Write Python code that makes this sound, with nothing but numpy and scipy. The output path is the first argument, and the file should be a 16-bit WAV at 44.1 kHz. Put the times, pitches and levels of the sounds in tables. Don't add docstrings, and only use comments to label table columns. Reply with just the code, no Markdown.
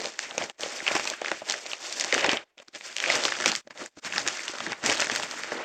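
import sys
import numpy as np
from scipy import signal
from scipy.fft import rfft, irfft
from scipy.io import wavfile
from scipy.ndimage import uniform_filter1d, minimum_filter1d

SR = 44100
rng = np.random.default_rng(int(sys.argv[2]) if len(sys.argv) > 2 else 0)


def wrap_up_sound(samples):
    columns = np.atleast_2d(samples).T
    tamed = np.clip(columns, -1, 1)
    steps = np.round(tamed * 32767).astype(np.int16)
    wavfile.write(sys.argv[1], SR, steps)


def convert_level_to_amplitude(level_db):
    exponent = np.asarray(level_db, float) / 20
    return 10 ** exponent


N = 248724

# (time [s], crack level [dB], facet pitch [Hz], tick level [dB], tick pitch [Hz])
SNAPS = [(0.0034, -24, 2300, -30.5, 4360), (0.0424, -23.5, 2110, -33, 4490), (0.0559, -23, 2060, -25, 4100),
         (0.1901, -15.5, 1880, -22.5, 4530), (0.3087, -24, 3530, -51, 4130),
         (0.379, -15.5, 2600, -20.5, 5600), (0.4205, -18.5, 2540, -45, 5770),
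         (0.4381, -27, 2510, -31, 5290), (0.4968, -25.5, 2680, -31.5, 5200), (0.607, -31, 1940, -28, 4660),
         (0.632, -19, 3340, -27.5, 5200), (0.7906, -27, 2080, -43, 6220), (0.8024, -21.5, 2050, -47, 5760),
         (0.8652, -12.5, 2190, -39, 4730), (0.8777, -8, 2770, -27, 5360), (0.8848, -14, 2260, -30, 4290),
         (0.9158, -18, 2270, -31, 4220), (0.9516, -12.5, 1980, -23, 5300), (0.9634, -16.5, 2740, -30, 5000),
         (0.9956, -19, 2310, -27.5, 4240), (1.0416, -29, 2570, -30, 6210), (1.052, -27, 1300, -27, 5630),
         (1.0725, -18.5, 2260, -23, 4180), (1.099, -22, 3550, -24.5, 5900), (1.134, -20.5, 1790, -56, 4310),
         (1.2152, -27, 1900, -36, 6400), (1.2456, -18, 1560, -47, 6980), (1.2585, -16, 2120, -52, 4160),
         (1.281, -17.5, 1890, -32, 5820), (1.315, -11.5, 1570, -42, 4480), (1.4874, -25, 1760, -30, 4550),
         (1.4972, -19, 1960, -18.5, 4270), (1.5076, -23, 3170, -25, 4150), (1.5213, -24, 2100, -20.5, 5030),
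         (1.539, -19.5, 2180, -45, 7190), (1.6627, -24.5, 2770, -33, 4590), (1.715, -21, 2720, -37, 5780),
         (1.732, -16, 2480, -29, 4100), (1.854, -29, 2810, -39, 4400), (1.9248, -44, 2650, -24, 5860),
         (1.9626, -40, 3520, -38, 5730), (1.9969, -25, 3630, -19.5, 7100), (2.0088, -17, 2390, -19, 5300),
         (2.039, -22.5, 1930, -26, 6730), (2.0446, -20.5, 1860, -24.5, 5900), (2.1245, -8, 2100, -27, 4240),
         (2.1409, -17, 2560, -18.5, 6800), (2.147, -12, 1640, -40, 5660), (2.1779, -12.5, 1500, -35, 6240),
         (2.194, -18, 3190, -40, 5750), (2.2072, -22, 2020, -27, 4970), (2.2428, -10, 2170, -27, 4870),
         (2.2615, -16, 1760, -24, 4120), (2.2914, -7, 2220, -28, 5090), (2.3141, -18, 2690, -22, 5160),
         (2.33, -18, 2440, -25, 5610), (2.37, -15, 2810, -55, 6170), (2.579, -38, 2530, -46.5, 4300),
         (2.587, -35.5, 3430, -64, 4290), (2.599, -35, 2860, -50, 4180), (2.6817, -41.5, 1300, -41.5, 4190),
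         (2.7483, -32, 2230, -36, 4220), (2.8086, -26.5, 2310, -49, 4160), (2.9644, -30, 3640, -20.5, 6250),
         (2.982, -21, 3560, -28, 4230), (3.0008, -19, 2480, -24.5, 4790), (3.024, -21.5, 2220, -31, 4300),
         (3.0384, -10.5, 2060, -38, 6060), (3.059, -15, 2120, -46, 4430), (3.0996, -7.5, 2020, -43, 4870),
         (3.121, -20, 1460, -22, 4480), (3.1529, -24, 1590, -20, 6000), (3.236, -19, 1300, -22.5, 5300),
         (3.251, -16.5, 2560, -15.5, 4930), (3.2809, -15.5, 1660, -33, 6290),
         (3.2874, -23, 1960, -29, 4200), (3.3204, -11.5, 1790, -35, 4100), (3.3514, -23, 3150, -54, 5330),
         (3.3657, -23, 1650, -38, 5200), (3.3864, -23, 2530, -32, 4720), (3.4008, -16.5, 1660, -32, 4640),
         (3.408, -21.5, 1720, -28.5, 6590), (3.4217, -20, 2010, -31, 4590), (3.4405, -15, 1550, -34, 7210),
         (3.4583, -6.5, 2100, -14.5, 5100), (3.4778, -15.5, 1630, -19, 5050),
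         (3.5162, -21, 1970, -19.5, 5340), (3.5513, -17, 2640, -18.5, 4700), (3.56, -42, 3210, -23.5, 5760),
         (3.6736, -36, 1460, -70, 4160), (3.706, -29.5, 1310, -62, 4100), (3.7743, -34, 1880, -38, 4470),
         (3.8179, -28, 1390, -49, 4750), (3.8594, -32, 1700, -31, 7410), (4.0467, -25.5, 1790, -35, 4760),
         (4.123, -17.5, 2800, -49, 5010), (4.135, -22, 1790, -45, 5270), (4.1589, -17, 2660, -29, 5030),
         (4.1792, -14.5, 1690, -18, 5500), (4.2004, -36, 2000, -32, 5330), (4.2637, -21, 1590, -36, 4670),
         (4.2752, -19, 1870, -16.5, 5700), (4.283, -12, 1710, -21.5, 4760), (4.371, -25, 1420, -32.5, 4460),
         (4.3915, -21, 1920, -47, 5780), (4.4044, -26, 2300, -40, 5880), (4.4333, -26, 1740, -33, 7020),
         (4.4793, -17.5, 2860, -30, 6340), (4.538, -30, 1420, -42, 5360), (4.584, -23, 1250, -54, 5850),
         (4.6033, -17, 1310, -55, 4220), (4.6643, -17, 1450, -32, 4520), (4.7194, -18.5, 1230, -45, 5590),
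         (4.7295, -18, 1860, -46, 4530), (4.8382, -18.5, 1700, -33, 5610), (4.8601, -17, 2100, -15, 7300),
         (4.8964, -10.5, 3130, -21, 6940), (4.914, -19, 1680, -24, 5500), (4.9234, -21, 1400, -24, 5770),
         (4.9724, -21, 3230, -32, 4410), (4.996, -13.5, 1810, -41, 4500), (5.0015, -22, 3070, -16.5, 5700),
         (5.0144, -20, 2460, -20.5, 6620), (5.021, -11.5, 2530, -38, 5250), (5.043, -19, 2330, -30, 5250),
         (5.069, -18, 1540, -30, 5760), (5.0975, -11, 1460, -46, 5850), (5.1146, -19, 2860, -26, 5820),
         (5.1502, -20, 1730, -29, 5620), (5.1593, -15.5, 1670, -15.5, 6030), (5.1954, -22, 1720, -40, 4330),
         (5.2246, -23, 2620, -37, 5710), (5.232, -19.5, 1600, -32, 6000), (5.3104, -25, 1420, -26.5, 4500),
         (5.434, -18.5, 1710, -32, 6040), (5.518, -20, 1710, -51, 4950)]
# (time [s], thump level [dB], fold pitch [Hz], ring width [share of pitch])
THUMPS = [(0.011, -37, 730, 0.34), (0.047, -27, 525, 0.19), (0.067, -27, 593, 0.25),
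          (0.187, -34, 860, 0.25), (0.31, -35, 670, 0.25), (0.345, -32, 543, 0.25), (0.375, -18, 563, 0.27),
          (0.411, -24, 655, 0.38), (0.436, -28, 465, 0.25), (0.494, -32, 790, 0.16),
          (0.593, -33, 533, 0.32), (0.631, -24, 480, 0.23), (0.656, -25, 570, 0.21),
          (0.818, -33.5, 332, 0.27), (0.882, -26.5, 638, 0.29), (0.909, -18.5, 644, 0.18),
          (0.95, -19.5, 570, 0.23), (0.993, -22, 734, 0.22), (1.05, -28, 890, 0.25),
          (1.112, -28, 620, 0.27), (1.214, -18.5, 760, 0.37), (1.313, -19, 575, 0.3),
          (1.415, -26.5, 654, 0.25), (1.498, -30, 467, 0.25), (1.537, -26.5, 776, 0.17),
          (1.652, -30.5, 625, 0.23), (2.043, -27, 590, 0.22), (2.063, -30, 614, 0.23),
          (2.126, -16, 550, 0.29), (2.159, -21, 510, 0.28), (2.243, -13, 563, 0.29),
          (2.328, -18.5, 570, 0.29), (2.573, -48, 536, 0.32), (2.596, -39.5, 550, 0.19),
          (2.681, -47.5, 356, 0.25), (2.963, -39, 568, 0.19), (3.07, -22.5, 544, 0.21),
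          (3.098, -18.5, 810, 0.38), (3.25, -19, 600, 0.7), (3.401, -26.5, 370, 0.22),
          (3.46, -19, 365, 0.32), (3.522, -25, 820, 0.25), (3.643, -44.5, 200, 0.23),
          (3.668, -35.5, 580, 0.12), (3.701, -41, 603, 0.19), (3.753, -41.5, 610, 0.25),
          (3.813, -30.5, 299, 0.17), (3.968, -34, 266, 0.19), (4.178, -23, 820, 0.093),
          (4.263, -26, 338, 0.14), (4.532, -29.5, 570, 0.25), (4.549, -27, 820, 0.17),
          (4.602, -29.5, 740, 0.25), (4.666, -25, 350, 0.28), (4.717, -27.5, 565, 0.31),
          (4.782, -40, 608, 0.25), (4.836, -31, 334, 0.19), (4.889, -20.5, 646, 0.21),
          (5.013, -21, 600, 0.23), (5.067, -30, 557, 0.22), (5.195, -23, 825, 0.35),
          (5.229, -26, 870, 0.23), (5.335, -30, 902, 0.18), (5.441, -28, 870, 0.22),
          (5.517, -20, 547, 0.083), (0.946, -22, 340, 0.48), (1.312, -24, 342, 0.6), (1.5, -34, 420, 0.4),
          (2.279, -18, 300, 0.37), (2.327, -24, 331, 0.49), (3.156, -29, 331, 0.4), (4.149, -29, 343, 0.35),
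          (4.491, -31, 343, 0.31), (5.114, -26, 266, 0.46), (5.52, -31.5, 313, 0.47)]
# (time [s], rustle level [dB])
HANDLING = [(0, -33), (.06, -34), (.17, -43), (.21, -32.5), (.36, -41.5), (.43, -34), (.525, -56.5),
            (.545, -57), (.58, -54), (.624, -37), (.785, -40.5), (.85, -39.5), (.95, -32), (1.05, -37.5),
            (1.126, -37), (1.19, -47.5), (1.28, -35), (1.44, -49), (1.5, -33.5), (1.63, -45.5), (1.74, -42),
            (1.79, -50.5), (1.84, -40), (2.0, -39), (2.09, -37), (2.16, -31.5), (2.33, -30), (2.435, -54.5),
            (2.455, -58), (2.56, -66.5), (2.59, -54.5), (2.62, -56), (2.725, -57), (2.757, -38.5),
            (2.8, -54.5), (2.874, -39.5), (2.944, -46.5), (3.1, -27.5), (3.38, -38), (3.5, -29.5),
            (3.6, -51.5), (3.63, -61), (3.69, -66), (3.712, -45), (3.734, -57.5), (3.815, -39), (3.87, -53),
            (3.9, -65.5), (3.96, -57), (3.99, -49.5), (4.005, -63.5), (4.055, -35.5), (4.12, -40),
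            (4.17, -31.5), (4.24, -40), (4.31, -37), (4.57, -41.5), (4.72, -35.5), (4.76, -53),
            (4.81, -47.5), (4.85, -30), (4.9, -26.5), (4.97, -33), (5.17, -35.5), (5.28, -39.5),
            (5.44, -37.5), (5.5, -40), (5.53, -34.5), (5.64, -38.5)]
# (time [s], facet pitch [Hz], body [dB], treble [dB], flapping air [dB]),
# the last three relative to the handling level
COLOUR = [(0, 2100, -3, -1.5, -18), (0.199, 2000, -16, -6.5, -33), (.43, 2000, -1, -4, -6),
          (.7, 2150, -6, 1.5, -34), (1.2, 2000, -5, -4, -32), (1.6, 2300, -5, 2.5, -28),
          (1.85, 2600, -6, 4, -22), (2.1, 2200, -5, 3, -44), (2.35, 2100, -0.5, -21, -17.5),
          (2.699, 2400, -3.5, 0, -18), (2.93, 2500, -11.5, 2, -24), (3.05, 2100, -7, -1, -22),
          (3.3, 1800, -1.5, 1.5, -12), (3.57, 2110, -10, -1, -3.5), (3.66, 1420, -11, -18, 9),
          (3.72, 1450, -8, -4.5, -1.5), (3.85, 1600, 2, 2.5, -14), (3.97, 2200, -8, 2.5, -2.5),
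          (4.06, 2060, -10, -1, -10), (4.26, 1900, -5, 1, -4), (4.34, 1900, -8, 0.5, -20),
          (4.5, 2100, -9, 4.5, -18), (4.7, 1650, -5, -4, -0.5), (5, 2150, -4, 2.5, -11.5),
          (5.2, 1930, -5.5, 0.5, -9.5), (5.46, 1500, -10.5, -4, -11.5), (5.53, 1440, 0, -5.5, -25),
          (5.64, 1330, 4.5, -15, -30)]
# (time [s], level [dB])
TOP_LEVEL = [(0, -2), (.6, 1), (1.0, 3), (1.1, 7), (1.3, -1), (1.5, 3), (1.8, 0.5), (2.5, 1), (3.2, 0),
             (4, -1), (4.9, 1), (5.64, 4)]
# (slip time [s], ring width [share of pitch], broad share [ratio],
# band low [Hz], band high [Hz], trim [dB]); the spark is the highest part of a snap
CRACK = (-0.56, 0.56, 0.34, 1000.5, 3261.5, -6.5)
THUMP = (0.04, 0.8, 0.18, 168, 1161.5, -4)
TICK = (.0004, 0.88, 0.94, 1900, 8400, 0.89)
SPARK = (.0002, 0.7, 0, 9000, 15999, -7)
# (centre [Hz], ring width [share of pitch], band low [Hz], band high [Hz])
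RUSTLE_BANDS = [(560., 1.3, 590, 1400), (5470, 0.49, 4500, 6200), (202, 0.96, 40, 390),
                (12500., 2.1, 8100, 14000)]
# (centre [Hz], width [Hz], level [dB])
TABLE_RINGS = [(243.4, 34, -5), (330.7, 38, -2.5), (596, 55, -3.5), (809, 19, -4)]
# (frequency [Hz], gain [dB])
MIC_TONE = [(30, -14), (100, -5.5), (250, -3.5), (500, -2), (6000, -2.5), (7500, -3.5), (8500, -10.5),
            (9250, -29.5), (10000, -29), (15200, -29.5), (15700, -55), (17000, -81.5)]
# (centre [Hz], width [Hz], depth [dB])
MIC_DIPS = [(3984, 56, -18.5), (7940, 80, -9.5)]

FACETS_HZ, FACET_WIDTH = [1020, 1440, 1900., 2500., 3600], 0.45
CROWD_MIDDLE_DB, CROWD_BODY_DB, CROWD_TREBLE_DB, CROWD_FLAP_DB = -19, -17, -13, -24.5
BUILD_S, SETTLE_S = .001, 0.013
USUAL_DB, CROWD_GRIP, SLIP_GRIP = -38, .4, .6
SLIP_S, SLIP_SPREAD = .0004, .3
LATE_S, FOLD_LATE_S = 0.000989, 0.002995
FOLD_TURNS, FOLD_REACH, FOLD_PUSH = 0.65, 2.8, 0.2
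SHEEN_DB, SHEEN_SWELL = -7, 0.73
AIR_DB = -74
GATE_OPEN_DB, GATE_DEPTH_DB, GATE_KNEE_DB, GATE_HOLD_S = -52, -14, .8, .008
HISS_DB, HISS_KNEE_HZ = -92, 400.
SPAN = 1024
SPAN_HZ = np.fft.rfftfreq(SPAN, 1 / SR)[1:]
FULL_HZ = np.fft.rfftfreq(N, 1 / SR) + 1


def unit(x):
    return x / np.sqrt(np.mean(x ** 2))


def at(time_s, curve):
    return np.interp(time_s, *np.transpose(curve))


def ring(hz, centre_hz, width):
    return 1 / (1 + 1j * (hz / centre_hz - centre_hz / hz) / width)


def band(hz, low_hz, high_hz):
    return 1 / ((1 + low_hz / (1j * hz)) * (1 + 1j * hz / high_hz)) ** 2


def walk(rate):
    hold = int(SR / rate)
    steps = np.repeat(rng.standard_normal(N // hold + 1), hold)
    return unit(uniform_filter1d(steps, hold)[:N])


def hiss(response, waver_db):
    noise = irfft(rfft(rng.standard_normal(N)) * response(FULL_HZ), N)
    return unit(noise * convert_level_to_amplitude(waver_db))


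def bursts(time_s, db, pitch_hz, part, roughness, order=2):
    slip_s, width, broad, low_hz, high_hz, trim_db = part
    t = np.arange(SPAN) / SR / np.reshape(slip_s, (-1, 1))
    jolt = rfft(roughness * t * np.exp(-t), axis=1)
    facet = ring(SPAN_HZ, pitch_hz[:, None], width) ** order + broad
    jolt[:, 1:] *= facet * band(SPAN_HZ, low_hz, high_hz)
    jolt[:, 0] = 0
    wave = irfft(jolt, axis=1)
    gain = convert_level_to_amplitude(db + trim_db) * np.sqrt(.003 * SR / np.sum(wave ** 2, axis=1))
    wave *= gain[:, None]
    start = np.clip((time_s - slip_s) * SR, 0, N).astype(int)
    out = np.zeros(N + SPAN)
    np.add.at(out, start[:, None] + np.arange(SPAN), wave)
    return out[:N]


def effort(time_s):
    return at(time_s, HANDLING) - USUAL_DB


def crowded(base_db, time_s, db):
    power = np.zeros(N)
    place = np.clip(time_s * SR, 0, N - 1).astype(int)
    np.add.at(power, place, convert_level_to_amplitude(2 * (db + CROWD_GRIP * effort(time_s))))
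    t = np.arange(-8192, 8193) / SR
    swell = np.exp(np.minimum(t / BUILD_S, -t / SETTLE_S))
    power = signal.fftconvolve(power, swell, "same")
    return 10 * np.log10(convert_level_to_amplitude(2 * base_db) + np.abs(power))


def rustle(count=3400, scatter_db=3.0, most_db=9.0, flutter_db=3.0):
    t = np.arange(N) / SR
    level_db = at(t, HANDLING)
    colour_s, *columns = np.transpose(COLOUR)
    facet_hz, body_db, treble_db, flap_db = (np.interp(t, colour_s, column) for column in columns)

    snap_s, crack_db, _, tick_db, _ = np.transpose(SNAPS)
    thump_s, thump_db, _, _ = np.transpose(THUMPS)
    snap_s, thump_s = snap_s + LATE_S, thump_s + FOLD_LATE_S
    middle_db = crowded(level_db, snap_s, crack_db + CROWD_MIDDLE_DB)
    body_db = crowded(level_db + body_db, thump_s, thump_db + CROWD_BODY_DB)
    flap_db = crowded(level_db + flap_db, thump_s, thump_db + CROWD_FLAP_DB)
    treble_db = crowded(level_db + treble_db, snap_s, tick_db + CROWD_TREBLE_DB)

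    when = rng.uniform(0, N / SR, count)
    size_db = scatter_db * rng.exponential(1, count)
    crinkle_db, slide_db, focus = -1.8, -5.5, .42
    flutter = walk(60)

    def creases(centre_hz, part):
        slip_s = part[0] * np.exp(.4 * rng.standard_normal(count))
        pitch_hz = centre_hz * np.exp(0.33 * rng.standard_normal(count))
        db = np.minimum(size_db + 2.23 * rng.standard_normal(count), most_db)
        roughness = rng.standard_normal((count, SPAN))
        return convert_level_to_amplitude(crinkle_db) * unit(bursts(when, db, pitch_hz, (slip_s, *part[1:]), roughness))

    def sliding(response):
        return hiss(response, flutter_db * (flutter + walk(45)))

    body, treble, flap, sheen = (
        convert_level_to_amplitude(slide_db) * sliding(lambda hz: (ring(hz, centre_hz, width) + 0.079) * band(hz, *edges))
        for centre_hz, width, *edges in RUSTLE_BANDS)
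    facets = [sliding(lambda hz: ring(hz, f, FACET_WIDTH) ** 2) for f in FACETS_HZ]
    shares = np.abs([ring(f, facet_hz, focus) for f in FACETS_HZ])
    middle = np.sum(shares * facets, axis=0) / np.sqrt(np.sum(shares ** 2, axis=0))
    middle *= convert_level_to_amplitude(slide_db)

    middle += creases(facet_hz[(when * SR).astype(int)], CRACK)
    body += creases(RUSTLE_BANDS[0][0], THUMP)
    treble += creases(RUSTLE_BANDS[1][0], TICK)
    sheen *= convert_level_to_amplitude(SHEEN_DB + SHEEN_SWELL * treble_db + at(t, TOP_LEVEL))
    out = sheen + convert_level_to_amplitude(middle_db) * middle + convert_level_to_amplitude(flap_db) * flap
    return out + convert_level_to_amplitude(body_db) * body + convert_level_to_amplitude(treble_db) * treble


def room_air():
    return convert_level_to_amplitude(AIR_DB) * hiss(lambda hz: band(hz, 150., 5000.), 0)


def snaps():
    time_s, crack_db, facet_hz, tick_db, tick_hz = np.transpose(SNAPS)
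    rough = rng.standard_normal((len(time_s), 2, SPAN + 1))
    slip_s = SLIP_S * convert_level_to_amplitude(SLIP_GRIP * np.maximum(effort(time_s), 0))
    slip_s = slip_s * np.exp(SLIP_SPREAD * rough[:, 0, -1])
    slip_at = time_s + LATE_S + slip_s
    crack = bursts(slip_at, crack_db, facet_hz, (slip_s, *CRACK[1:]), rough[:, 0, :-1])
    tick = bursts(slip_at, tick_db, tick_hz, (.8 * slip_s, *TICK[1:]), rough[:, 1, :-1])
    spark_db = tick_db + at(time_s, TOP_LEVEL)
    spark_hz = np.full(len(time_s), RUSTLE_BANDS[3][0])
    return crack + tick + bursts(slip_at, spark_db, spark_hz, SPARK, rough[:, 1, 1:])


def thumps():
    time_s, thump_db, fold_hz, width = np.transpose(THUMPS)
    slip_s = FOLD_TURNS / fold_hz
    width = np.clip(width, .06, 1.5)[:, None]
    low_hz, high_hz = fold_hz[:, None] / FOLD_REACH, FOLD_REACH * fold_hz[:, None]
    part = (slip_s, width, THUMP[2], low_hz, high_hz, THUMP[5])
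    push = FOLD_PUSH + rng.standard_normal((len(time_s), SPAN))
    return bursts(time_s + FOLD_LATE_S + slip_s, thump_db, fold_hz, part, push, order=1)


def room(x, t60_s=0.15, wet_db=-18.5, table_s=0.0023):
    t = np.arange(int(.3 * SR)) / SR
    tail = rng.standard_normal(len(t)) * convert_level_to_amplitude(-60 * t / t60_s) * (t > table_s)
    tail /= np.sqrt(np.sum(tail ** 2))
    return x + convert_level_to_amplitude(wet_db) * signal.fftconvolve(x, tail)[:N]


def table(x):
    lift = sum(convert_level_to_amplitude(db) * ring(FULL_HZ, f, width_hz / f) for f, width_hz, db in TABLE_RINGS)
    return irfft(rfft(x) * (1 + lift), N)


def scene():
    paper = rustle()
    air = room_air()
    return table(paper + air + room(snaps() + thumps()))[None]


def microphone(x):
    mic_hz, mic_db = np.transpose(MIC_TONE)
    db = np.interp(np.log(FULL_HZ), np.log(mic_hz), mic_db)
    for dip_hz, width_hz, dip_db in MIC_DIPS:
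        db = db + dip_db * np.exp(-((FULL_HZ - dip_hz) / width_hz) ** 2)
    return irfft(rfft(x) * convert_level_to_amplitude(db), N)


def gate(x, slew_s=0.0021):
    level_db = 10 * np.log10(uniform_filter1d(x ** 2, int(.006 * SR)) + 1e-14)
    held_db = -minimum_filter1d(-level_db, int(GATE_HOLD_S * SR))
    over = np.clip((held_db - GATE_OPEN_DB) / GATE_KNEE_DB, -30, 30)
    shut = 1 / (1 + np.exp(over))
    return x * convert_level_to_amplitude(GATE_DEPTH_DB * uniform_filter1d(shut, int(slew_s * SR)))


def converter_noise():
    noise = rfft(rng.standard_normal(N)) * (1 + HISS_KNEE_HZ / np.maximum(FULL_HZ, 40.))
    return convert_level_to_amplitude(HISS_DB) * irfft(noise, N)


def band_limit(x):
    return signal.sosfilt(signal.butter(12, 16620, fs=SR, output="sos"), x)


def record(dry):
    mix = gate(microphone(dry)) + converter_noise()
    return band_limit(mix)


dry = scene()
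out = record(dry)
wrap_up_sound(out)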